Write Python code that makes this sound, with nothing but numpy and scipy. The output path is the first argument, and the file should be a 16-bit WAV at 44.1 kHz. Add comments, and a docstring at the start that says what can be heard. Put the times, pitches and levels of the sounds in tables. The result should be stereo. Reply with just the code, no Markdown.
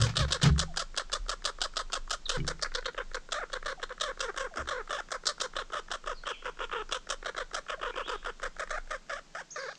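"""A soft thud on the microphone's mount, and at once a squirrel close by: creaky chucks, about six a second.
Each is a tick, a catch, a hard crack and a wavering creak: trains of some 500 pulses a second that excite
the resonances of body and mouth. Bumps ring the modes of the mount; claw scrapes and short dry snaps are
decaying noise; thin squeaks and bird whistles are gliding sines, the birds heard through scattered echoes.
Beneath lie a low rumble of air and a faint forest hush, both of them shaped noise."""
import sys
import numpy as np
from scipy import signal
from scipy.fft import rfft, irfft
from scipy.io import wavfile

SR = 44100
rng = np.random.default_rng(int(sys.argv[2]) if len(sys.argv) > 2 else 0)


def generate_wav(signal):
    """Clip the signal to [-1, 1] and save it as 16-bit WAV at the path in sys.argv[1]."""
    frames = np.transpose(np.atleast_2d(signal))
    scaled = np.clip(frames, -1, 1) * 32767
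    pcm = np.round(scaled).astype(np.int16)
    wavfile.write(sys.argv[1], SR, pcm)


N = 431298
TIME = np.arange(N) / SR
# the window for one burst: samples, seconds, and frequencies in Hz (offset by 1 to avoid zero)
SIZE = 8192
LOCAL = np.arange(SIZE) / SR
BINS = np.fft.rfftfreq(SIZE, 1 / SR) + 1


def undb(db):
    """Logarithmic level: decibels become an amplitude ratio."""
    return 10 ** (np.asarray(db) / 20)


def unit(x):
    """Power normalization: scale to an rms of 1."""
    return x / np.sqrt(np.mean(x ** 2) + 1e-20)


def read(table, at):
    """Linear interpolation: a table's other columns at one value of its first."""
    first, *columns = np.transpose(table)
    return [np.interp(at, first, column) for column in columns]


def wander(t, rate):
    """Random modulation: 128 random values, rate per unit of t, joined by lines; the last one holds."""
    return np.interp(t * rate, np.arange(128), rng.standard_normal(128))


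def noise(points):
    """Spectral shaping: white noise takes on a (frequency_hz, relative_level_db) curve, at rms 1."""
    hz, db = np.transpose(points)
    f = np.fft.rfftfreq(N, 1 / SR) + 1
    white = rfft(rng.standard_normal(N))
    return unit(irfft(white * undb(np.interp(np.log(f), np.log(hz), db)), N))


def edge(ratio, order):
    """Butterworth magnitude: gain falls as the ratio passes 1; an inverted ratio makes a high-pass."""
    return (1 + ratio ** (2 * order)) ** -.5


def resonate(modes, f):
    """Modal superposition: complex response of parallel resonances, neighbours of opposite sign."""
    total = 0
    for k, (hz, width, db) in enumerate(modes):
        total = total + (-1) ** k * undb(db) / (1 + 1j * (f * f - hz * hz) / (f * width))
    return total


def butter(x, hz, kind, order):
    """Linear filtering: a causal Butterworth filter."""
    return signal.sosfilt(signal.butter(order, hz, kind, fs=SR, output="sos"), x)


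def add(out, s, x):
    """Superposition: mix x into out from time s."""
    i = int(round(s * SR))
    a, b = max(i, 0), min(i + len(x), len(out))
    out[a:b] += x[a - i:b - i]


def echoes(x, t60):
    """Diffuse reverberation: convolution with decaying noise of unit energy; t60 in seconds."""
    t = TIME[:SR]
    tail = rng.standard_normal(SR) * undb(-60 * t / t60) * np.minimum(t / 0.0022, 1)
    return signal.fftconvolve(x, tail / np.linalg.norm(tail))[:N]


def whistle(t, hz):
    """Frequency modulation: a slightly trembling sine that fades in and out."""
    cycles = np.cumsum(hz * (1 + 0.045 * wander(t, 600))) / SR
    return np.sin(2 * np.pi * cycles) * signal.windows.tukey(len(t), .3)


# level of the air's rumble: time_s, level_db
RUMBLE_LEVEL = [(2.8, -42.5), (5.3, -50.5), (8.8, -44.5), (9.6, -69)]
# spectrum of the still forest: frequency_hz, relative_level_db (per Hz)
FOREST_SPECTRUM = [(90, -19), (155, 2.5), (250, -4), (1500, -12.5), (8000, -15), (13000, -30)]
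FOREST_DB = -60


def air():
    """Broadband noise: slow air rocks the microphone at low frequency, over a faint forest hush."""
    rumble = noise([(8, -31.0), (22, 20.0), (32, 3.0), (48, -11.0), (400, -110)])
    level_db = read(RUMBLE_LEVEL, TIME)[0]
    return rumble * undb(level_db) + noise(FOREST_SPECTRUM) * undb(FOREST_DB)


# bird calls, each a list of glide points: time_s, pitch_hz (before the tremble), level_db (before echoes)
BIRD_CALLS = [
    [(6.14, 5050, -63), (6.2, 4140, -51)],
    [(6.25, 2960, -33), (6.3, 3450, -53), (6.36, 2050, -44.5)],
    [(7.9, 2340, -53), (8.0, 2520, -51), (8.1, 3940, -43)],
    [(9.503, 4470, -20), (9.514, 6570, -41.5), (9.56, 6020, -58), (9.62, 4260, -40)],
]


def birds():
    """Pure-tone glides: each whistle moves in straight lines of pitch and level between its points."""
    out = np.zeros(N)
    for call in BIRD_CALLS:
        s, hz, db = np.transpose(call)
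        t = np.arange(s[0], s[-1], 1 / SR)
        add(out, s[0], whistle(t - s[0], np.interp(t, s, hz)) * undb(np.interp(t, s, db)))
    return out


# bumps on the mount: start_s, relative_level_db, push_hz (the frequency that the push favours)
BUMPS_ON_MOUNT = [(.001, -11.5, 112.3), (0.07, -31, 150), (0.176, -16.5, 130), (0.21, -27.5, 67.6),
                  (0.432, -8, 146), (0.5, -22, 68), (1.196, -32.5, 33), (2.371, -22.5, 144.5),
                  (2.379, -34.5, 302), (2.41, -38, 71), (4.562, -38, 287), (4.588, -31, 88)]
# modes of the mount: frequency_hz, relative_level_db, t60_s
MOUNT_MODES = [(32.6, 5.5, 0.47), (68.4, 7.5, 0.35), (113.5, -3, 0.31), (140.8, -4, 0.36),
               (162.6, -7, 0.58), (200.4, -5, 0.48), (249, 0, 0.33), (328, -2, 0.44), (396, 3.5, 0.38)]
# modes that one claw click excites: frequency_hz, peak_level_db, t60_s
CLICK_MODES = [(2280, -37, .04), (2930, -42, .05)]
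CLICK_S = 2.402  # start


def mount():
    """Modal excitation: soft pushes ring the modes near their own speed; one claw clicks on the mount."""
    out, t = np.zeros(N), TIME[:SR]
    for s, db, push_hz in BUMPS_ON_MOUNT:
        ring = np.zeros(SR)
        for hz, mode_db, t60 in MOUNT_MODES:
            octaves_off = np.log2(hz / push_hz)
            mode = undb(mode_db - 60 * t / t60) * np.sin(2 * np.pi * hz * t)
            ring += mode / (1 + (octaves_off / 0.23) ** 2)
        add(out, s, undb(db) * ring * (1 - np.exp(-t / 0.0097)))
    for hz, db, t60 in CLICK_MODES:
        add(out, CLICK_S, undb(db - 60 * t / t60) * np.sin(2 * np.pi * hz * t))
    return out


# scrapes of the feet: start_s, level_db (before the envelope)
FOOT_SCRAPES = [(.062, -32), (0.089, -37.5), (.2, -28.5), (.28, -38), (.437, -23.5), (0.453, -28),
                (2.376, -44)]
SCRAPE_RISE_S, SCRAPE_DECAY_S = .003, .018  # time constants


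def scrapes():
    """Friction noise: claws scrape as the squirrel shifts its feet; each scrape rises fast and dies away."""
    out, t = np.zeros(N), TIME[:SIZE]
    claws = noise([(300, -2.5), (1500, -2.5), (5000, -8), (9000, -18.5)])
    claws *= undb(1.6 * wander(TIME % .5, 230))  # roughness
    scrape = (1 - np.exp(-t / SCRAPE_RISE_S)) * np.exp(-t / SCRAPE_DECAY_S)
    for s, db in FOOT_SCRAPES:
        add(out, s, undb(db) * claws[int(s * SR):][:SIZE] * scrape)
    return out


# short dry snaps: start_s, level_db (before the decay)
DRY_SNAPS = [(.421, -28.5), (1.922, -34.5), (5.256, -37), (5.403, -29), (6.891, -45), (9.135, -39.5),
             (9.753, -46)]
SNAP_DECAY_S = 0.003  # time constant


def snaps():
    """Transient noise: short dry snaps, some sharp catches just ahead of a crack, others perhaps seed shell."""
    out, t = np.zeros(N), TIME[:SIZE]
    dry_noise = noise([(1200, -11), (3500, 0.5), (5500, 0), (9000, -23.5)])
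    for s, db in DRY_SNAPS:
        add(out, s, undb(db) * dry_noise[int(s * SR) - SIZE:][:SIZE] * np.exp(-t / SNAP_DECAY_S))
    return out


# small squeaks between the chucks: start_s, length_s, start_pitch_hz (before the tremble), peak_level_db
FALLING_SQUEAKS = [(0.675, 0.054, 834, -49.5), (2.255, .015, 4520, -33), (3.774, 0.038, 826, -47),
                   (4.508, 0.051, 740, -48.5), (7.775, 0.033, 695, -45.5)]


def squeaks():
    """Falling pitch: thin notes slide down by about a quarter of their starting frequency."""
    out = np.zeros(N)
    for s, length, hz, db in FALLING_SQUEAKS:
        t = TIME[:int(length * SR)]
        add(out, s, undb(db) * whistle(t, hz * (1 - 0.26 * t / length)))
    return out


# upward bends of long creaks: peak_s, rise (share of the pulse rate)
CREAK_LIFTS = [(3.403, 0.37), (4.993, 0.66), (8.777, 0.64), (9.186, 0.59), (9.396, 0.55), (9.712, 0.73)]
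LIFT_S = 0.016  # half-width of a bend, to 1/e
# shares of the pulse rate, and their time constants
OVERSHOOT, OVERSHOOT_S, DROOP, DROOP_S = .14, .023, 0.2398, .01
WAVER, WAVERS_PER_S = .06, 70
# a burst slips after this time or up to twice as long: the level sags, then the rate steps
SLIP_MIN_S, SLIP_STEP, SLIP_DB = .03, .06, -10


def pulse_phase(s, length, hz, jitter):
    """Frequency integration: the varying pulse rate sums to a phase in pulses; also counts the slips."""
    left = np.maximum(length - LOCAL, 0)
    slips = LOCAL / (SLIP_MIN_S * (1 + rng.random()))
    waver = WAVER * wander(LOCAL, WAVERS_PER_S) + SLIP_STEP * wander(np.floor(slips), 0.92)
    # the rate starts high, and droops as the effort is let go
    tune = 1 + OVERSHOOT * np.exp(-LOCAL / OVERSHOOT_S) - DROOP * np.exp(-left / DROOP_S)
    tune = tune * np.exp(waver)
    lift = 1 + sum(rise * np.exp(-((s + LOCAL - peak) / LIFT_S) ** 2) for peak, rise in CREAK_LIFTS)
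    # the first pulses are the most uneven
    uneven = jitter * (0.5 + np.exp(-LOCAL / .03)) * wander(LOCAL, 526.2)
    rate = hz * lift * tune / tune[left > 0].mean() * np.exp(uneven)
    return np.cumsum(rate) / SR, slips


def pulse_train(phase, on):
    """Band-limited impulses: a windowed sinc at each whole phase, placed between samples."""
    at = np.interp(np.arange(int(phase[on][-1]) + 1), phase, np.arange(SIZE))
    taps = at.astype(int)[:, None] + np.arange(16)
    offset = taps - at[:, None] - 8
    pulses = np.zeros(SIZE)
    pulses[taps] = np.sinc(offset) * np.sinc(offset / 8)
    return pulses


RASP_WIDTH_HZ, TREBLE_WIDTH_HZ = 1300, 1040
# the top resonance: frequency_hz (before the scatter), width_hz, relative_level_db
TOP_RESONANCE = (8450, 1360, -1.3)
# each pass scatters the resonances by a share and adds random spectral ripples
SCATTER, RIPPLE_DB, RIPPLE_HZ = .025, 2.2, 450


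def overtones(x, rasp_hz, treble_hz):
    """Source-filter principle: pulses ring the rasp and treble resonances, a little differently each time."""
    f = BINS * np.exp(SCATTER * rng.standard_normal())
    push = rfft(x) * undb(RIPPLE_DB * wander(BINS, 1 / RIPPLE_HZ))
    rasp = resonate([(rasp_hz, RASP_WIDTH_HZ, 0)], f)
    rasp = rasp * edge(f / (1.2 * rasp_hz), order=14) * edge(0.74 * rasp_hz / f, order=5)
    treble = resonate([(treble_hz, TREBLE_WIDTH_HZ, 0), TOP_RESONANCE], f)
    treble = treble * edge(0.5 * treble_hz / f, order=6)
    return np.array([irfft(push * rasp), irfft(push * treble)])


# resonances of the hollow body with the mouth at MOUTH_HZ: frequency_hz, width_hz, relative_level_db
MOUTH_HZ = 1420
BODY_MODES = [(457, 230, 0.46), (1098, 156, 0.56), (1450, 379, 1)]
# the mouth's shape moves the resonances: time_s, body_centre_hz, treble_hz (before the scatter)
MOUTH_SHAPE = [(0, 1427, 4750), (2, 1293, 4860), (2.55, 1476, 5330), (3.65, 1426, 5440), (5.3, 1365, 5230),
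               (6.9, 1284, 5360), (7.3, 1483, 5400), (8.1, 1277, 4830), (8.55, 1500, 5280)]
FLUTTER_DB, TIRE_DB_PER_S = 3.5, -13


def burst(s, length, hz, rasp_hz, body_db, rasp_db, treble_db, jitter, rasp_fade_db, hiss):
    """Source-filter principle: one train of sharp pulses from time s, rung through body and mouth."""
    mouth_hz, treble_hz = read(MOUTH_SHAPE, s)
    left = np.maximum(length - LOCAL, 0)
    on = left > 0
    phase, slips = pulse_phase(s, length, hz, jitter)
    # hard bursts start at once, soft ones swell; the level flutters, tires, and sags before each slip
    swell = 1 - np.exp(-LOCAL / (0.00033 * undb(-.8 * (max(rasp_db, -42) + 46.5))))
    flutter_db = FLUTTER_DB * wander(LOCAL, 119.5)
    sag_db = TIRE_DB_PER_S * LOCAL + SLIP_DB * (slips % 1) ** 10
    pulses = pulse_train(phase, on) * swell * undb(flutter_db + sag_db)
    # above the lowest partial the pulses differ in size and a hiss follows each
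    hiss_decay = np.exp(.5 * rng.standard_normal() - (phase % 1) / .5)
    grit = hiss * hiss_decay * on * swell * rng.standard_normal(SIZE)
    rough = pulses * undb(1.7 * wander(LOCAL, 590)) + grit
    # in the body a long creak settles into a steadier tone
    settling = pulses + (rough - pulses) * np.exp(-LOCAL / 0.022)
    f = BINS * MOUTH_HZ / mouth_hz
    clean = edge(f / 850, order=4)
    drive = rfft(pulses) * clean + rfft(settling) * (1 - clean)
    passband = edge(f / 2050, order=5) * edge(265 / BINS, order=4)
    body = irfft(drive * resonate(BODY_MODES, f) * passband)
    # the upper resonances drift from one colour at the start of the burst to another at its end
    late = 1 - left / length
    fading = rough * undb(rasp_fade_db * late * np.sqrt(length / 0.0034))
    early_colour = overtones(fading * (1 - late), rasp_hz, treble_hz)
    rasp, treble = early_colour + overtones(fading * late, rasp_hz, treble_hz)
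    bright = unit(unit(rasp) + unit(treble) * undb(treble_db))
    # the levels hold over the burst's own length, not over the whole window
    return (unit(body) * undb(body_db) + bright * undb(rasp_db)) * np.sqrt(length * SR / SIZE)


# the chucks: crack_s, length_s (from the crack), pulse_rate_hz (of tick and creak, before bends and
# jitter), rasp_hz (before the scatter), force_db (the crack's rasp), creak_rasp_db, treble_db (against rasp)
SQUIRREL_CHUCKS = [(0.014, 0.056, 507, 3400, -27, -36, 5), (0.168, 0.085, 574.5, 3600, -25, -36.5, -2),
                   (0.321, 0.051, 497, 3720, -24, -38, 1), (0.429, 0.072, 439, 3680, -25, -44, 1),
                   (0.592, 0.045, 590, 3500, -25, -38, 4.5), (0.771, 0.056, 636.5, 3440, -29.5, -35.5, 6.5),
                   (0.974, 0.047, 555, 3720, -27.5, -43, 2), (1.128, 0.046, 563, 3700, -27.5, -42, 2.5),
                   (1.293, 0.048, 578, 3340, -30.5, -41.5, 4.5), (1.452, 0.051, 542.4, 3720, -27, -40.5, 1),
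                   (1.616, 0.047, 638.5, 3600, -27.5, -36, 2.5), (1.768, 0.053, 587, 3650, -30, -40.5, 2),
                   (1.931, 0.047, 617, 3500, -29.5, -40, 2), (2.106, 0.047, 625, 3400, -30, -36.5, 4.5),
                   (2.293, 0.081, 507, 3640, -27, -41, -1), (2.477, 0.043, 540.5, 3940, -30, -45, 4),
                   (2.624, 0.046, 557, 4470, -29, -54, -0.5), (2.749, 0.046, 483, 4050, -31, -47, -6.5),
                   (2.856, 0.043, 473, 3670, -33.5, -50, -10.5), (2.977, 0.045, 477, 3020, -41, -55, -13),
                   (3.145, 0.035, 477.5, 3760, -38, -59, -1), (3.32, 0.12, 580, 3640, -30.5, -48.5, -1.5),
                   (3.53, 0.043, 513, 3730, -36.5, -49, -5), (3.658, 0.071, 551.4, 3680, -39, -45, -3.5),
                   (3.828, 0.01, 463, 3530, -38, -60, -6), (3.903, 0.024, 456, 3450, -61, -48, -7),
                   (4.009, 0.11, 550, 3530, -29, -42.5, -3), (4.204, 0.1, 479, 3500, -31.5, -47, 1),
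                   (4.374, 0.1, 513.5, 3280, -37, -46.5, 1.5), (4.57, 0.054, 568.5, 3100, -42.5, -51.5, 4),
                   (4.687, 0.13, 499.5, 3570, -36.5, -49.5, -4), (4.906, 0.1, 547, 3220, -40, -43.5, -3),
                   (5.117, 0.05, 545, 3700, -35.5, -49.5, 8), (5.267, 0.055, 582.4, 4250, -24, -37, 2.5),
                   (5.411, 0.052, 523, 3700, -29.5, -43.5, 2.5),
                   (5.565, 0.061, 538, 3430, -35.5, -43.5, -7.5), (5.732, 0.068, 556, 3160, -42.5, -45, -4),
                   (5.914, 0.045, 616, 3350, -35.5, -41.5, -1.5), (6.071, 0.063, 536, 3070, -43, -49, -3.5),
                   (6.267, 0.053, 542, 3140, -39, -41, -6.5), (6.455, 0.045, 486, 2830, -43.5, -50.5, -8.5),
                   (6.602, 0.051, 482, 2870, -44, -42.5, -14), (6.726, 0.098, 442, 2920, -40.5, -46, -16),
                   (6.923, 0.053, 516, 3200, -30, -40, -4), (7.101, 0.043, 557.5, 3300, -30.5, -42, 2.5),
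                   (7.258, 0.042, 539, 3430, -39.5, -47, -5), (7.378, 0.052, 540, 3600, -39.5, -47.5, -4.5),
                   (7.543, 0.052, 605.6, 3400, -34.5, -45.5, 3.5),
                   (7.695, 0.052, 585, 2970, -37.5, -48, -8.5),
                   (7.827, 0.081, 525.4, 3040, -41.5, -47, -12), (7.972, 0.051, 522, 2860, -41, -47, -10.5),
                   (8.092, 0.069, 457, 2930, -39, -46.5, -5), (8.259, 0.046, 475, 3000, -44, -50, -5.5),
                   (8.429, 0.05, 538, 3350, -42, -50, 2), (8.595, 0.045, 589, 3570, -42, -51, 4.5),
                   (8.705, 0.081, 568, 3670, -42, -53.5, 3), (8.905, 0.062, 584, 3380, -44, -52, 2),
                   (9.095, 0.1, 539, 3160, -47, -51, 0), (9.349, 0.072, 592, 3180, -52, -52, 3.5),
                   (9.559, 0.17, 509.4, 4200, -50.5, -54, -5.5)]
# weak chucks are smooth, hard ones abrupt: force_db, body_db (before the offsets below),
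# tick_db (before a random spread), crack_length_s, creak_fade_db (of rasp and treble, over 3.4 ms;
# longer creaks change by the square root of their length)
FORCE_RESPONSE = [(-53, -41, -70, 0.022, -0.5), (-41, -34.5, -38, .014, -0.5),
                  (-37.5, -35.2, -43, .012, -4)]
# the manner of calling drifts: time_s, catch_db (after a usual rest, before the offset below)
CALLING_MANNER = [(0, -37), (2.1, -44), (3.3, -51.5), (4.5, -40), (8.3, -39), (9.4, -56.5)]
# a strong catch starts earlier and holds longer: catch_db, lead_s (ahead of the crack), length_s
CATCH_TIMES = [(-48.5, 0.01, .003), (-41.5, 0.01, .004), (-37, 0.014, .008)]
# the catch is strongest when one chuck follows hard on another
USUAL_REST_S, CATCH_FADE_DB_PER_S = .1, 67.5
CATCH_OVER_DB, CATCH_RASP_UNDER_DB = 0.5, -12
TICK_LEAD_S, TICK_S, TICK_RASP_UNDER_DB = .031, .0035, -16
CRACK_OVER_DB, CREAK_OVER_DB, CREAK_DELAY_S = 2.5, -0.5, .021


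def squirrel():
    """Pulsed phonation: tick, catch, crack, then creak; in weak chucks crack and creak run together."""
    out, last_end = np.zeros(N), -USUAL_REST_S
    for s, length, hz, rasp_hz, force_db, creak_db, treble_db in SQUIRREL_CHUCKS:
        extra_rest = s - last_end - USUAL_REST_S
        last_end = s + length
        catch_db = read(CALLING_MANNER, s)[0] - CATCH_FADE_DB_PER_S * extra_rest
        lead, hold = read(CATCH_TIMES, catch_db)
        body_db, tick_db, crack_s, fade_db = read(FORCE_RESPONSE, force_db)
        tick, catch, creak = s - TICK_LEAD_S, s - lead, s + CREAK_DELAY_S
        tick_body_db = tick_db + 2 * rng.standard_normal()
        add(out, tick, burst(tick, TICK_S, hz, rasp_hz, tick_body_db, tick_db + TICK_RASP_UNDER_DB,
                             treble_db, jitter=0.19, rasp_fade_db=-26.0, hiss=0.47))
        catch_rasp_db = np.clip(force_db + CATCH_RASP_UNDER_DB, catch_db - 7, catch_db + 4.5)
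        add(out, catch, burst(catch, hold, 0.7 * hz, rasp_hz, catch_db + CATCH_OVER_DB, catch_rasp_db,
                              treble_db, jitter=.07, rasp_fade_db=3, hiss=0.38))
        add(out, s, burst(s, crack_s, 1.1 * hz, rasp_hz, body_db + CRACK_OVER_DB, force_db,
                          treble_db, jitter=0.0803, rasp_fade_db=-1.0, hiss=0.2))
        if length > CREAK_DELAY_S:
            add(out, creak, burst(creak, length - CREAK_DELAY_S, hz, rasp_hz, body_db + CREAK_OVER_DB,
                                  creak_db, treble_db, jitter=0.07, rasp_fade_db=fade_db, hiss=0.28))
    return out


def scene():
    """Direct and diffuse sound: the squirrel is close and nearly dry, the birds come mostly by the trees."""
    near, far = squirrel() + squeaks() + scrapes() + snaps(), birds()
    close_echo = undb(-9.5) * echoes(butter(near, 1300, "high", order=1), t60=0.11)
    trees = echoes(undb(-26) * near + far, t60=0.66)
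    mid = near + close_echo + trees + far + mount() + air()
    # a faint, mostly high stereo spread is added by decaying noise
    high = undb(-8.5) * butter(mid, 9700, "high", order=6)
    side = echoes(high + undb(-55.5) * near, t60=0.0033)
    return np.array([mid + side, mid - side])


TOP_HZ = 15800


def record(dry):
    """Band limiting: the microphone falls away steeply near 8 kHz, with a faint band just above."""
    main = butter(dry, 7910, "low", order=12)
    faint = butter(butter(dry, 7900, "high", order=2), 10800, "low", order=2)
    dull = main + undb(-12.5) * faint
    return signal.sosfilt(signal.ellip(8, .2, 70, TOP_HZ, fs=SR, output="sos"), dull)


dry = scene()
out = record(dry)
generate_wav(out)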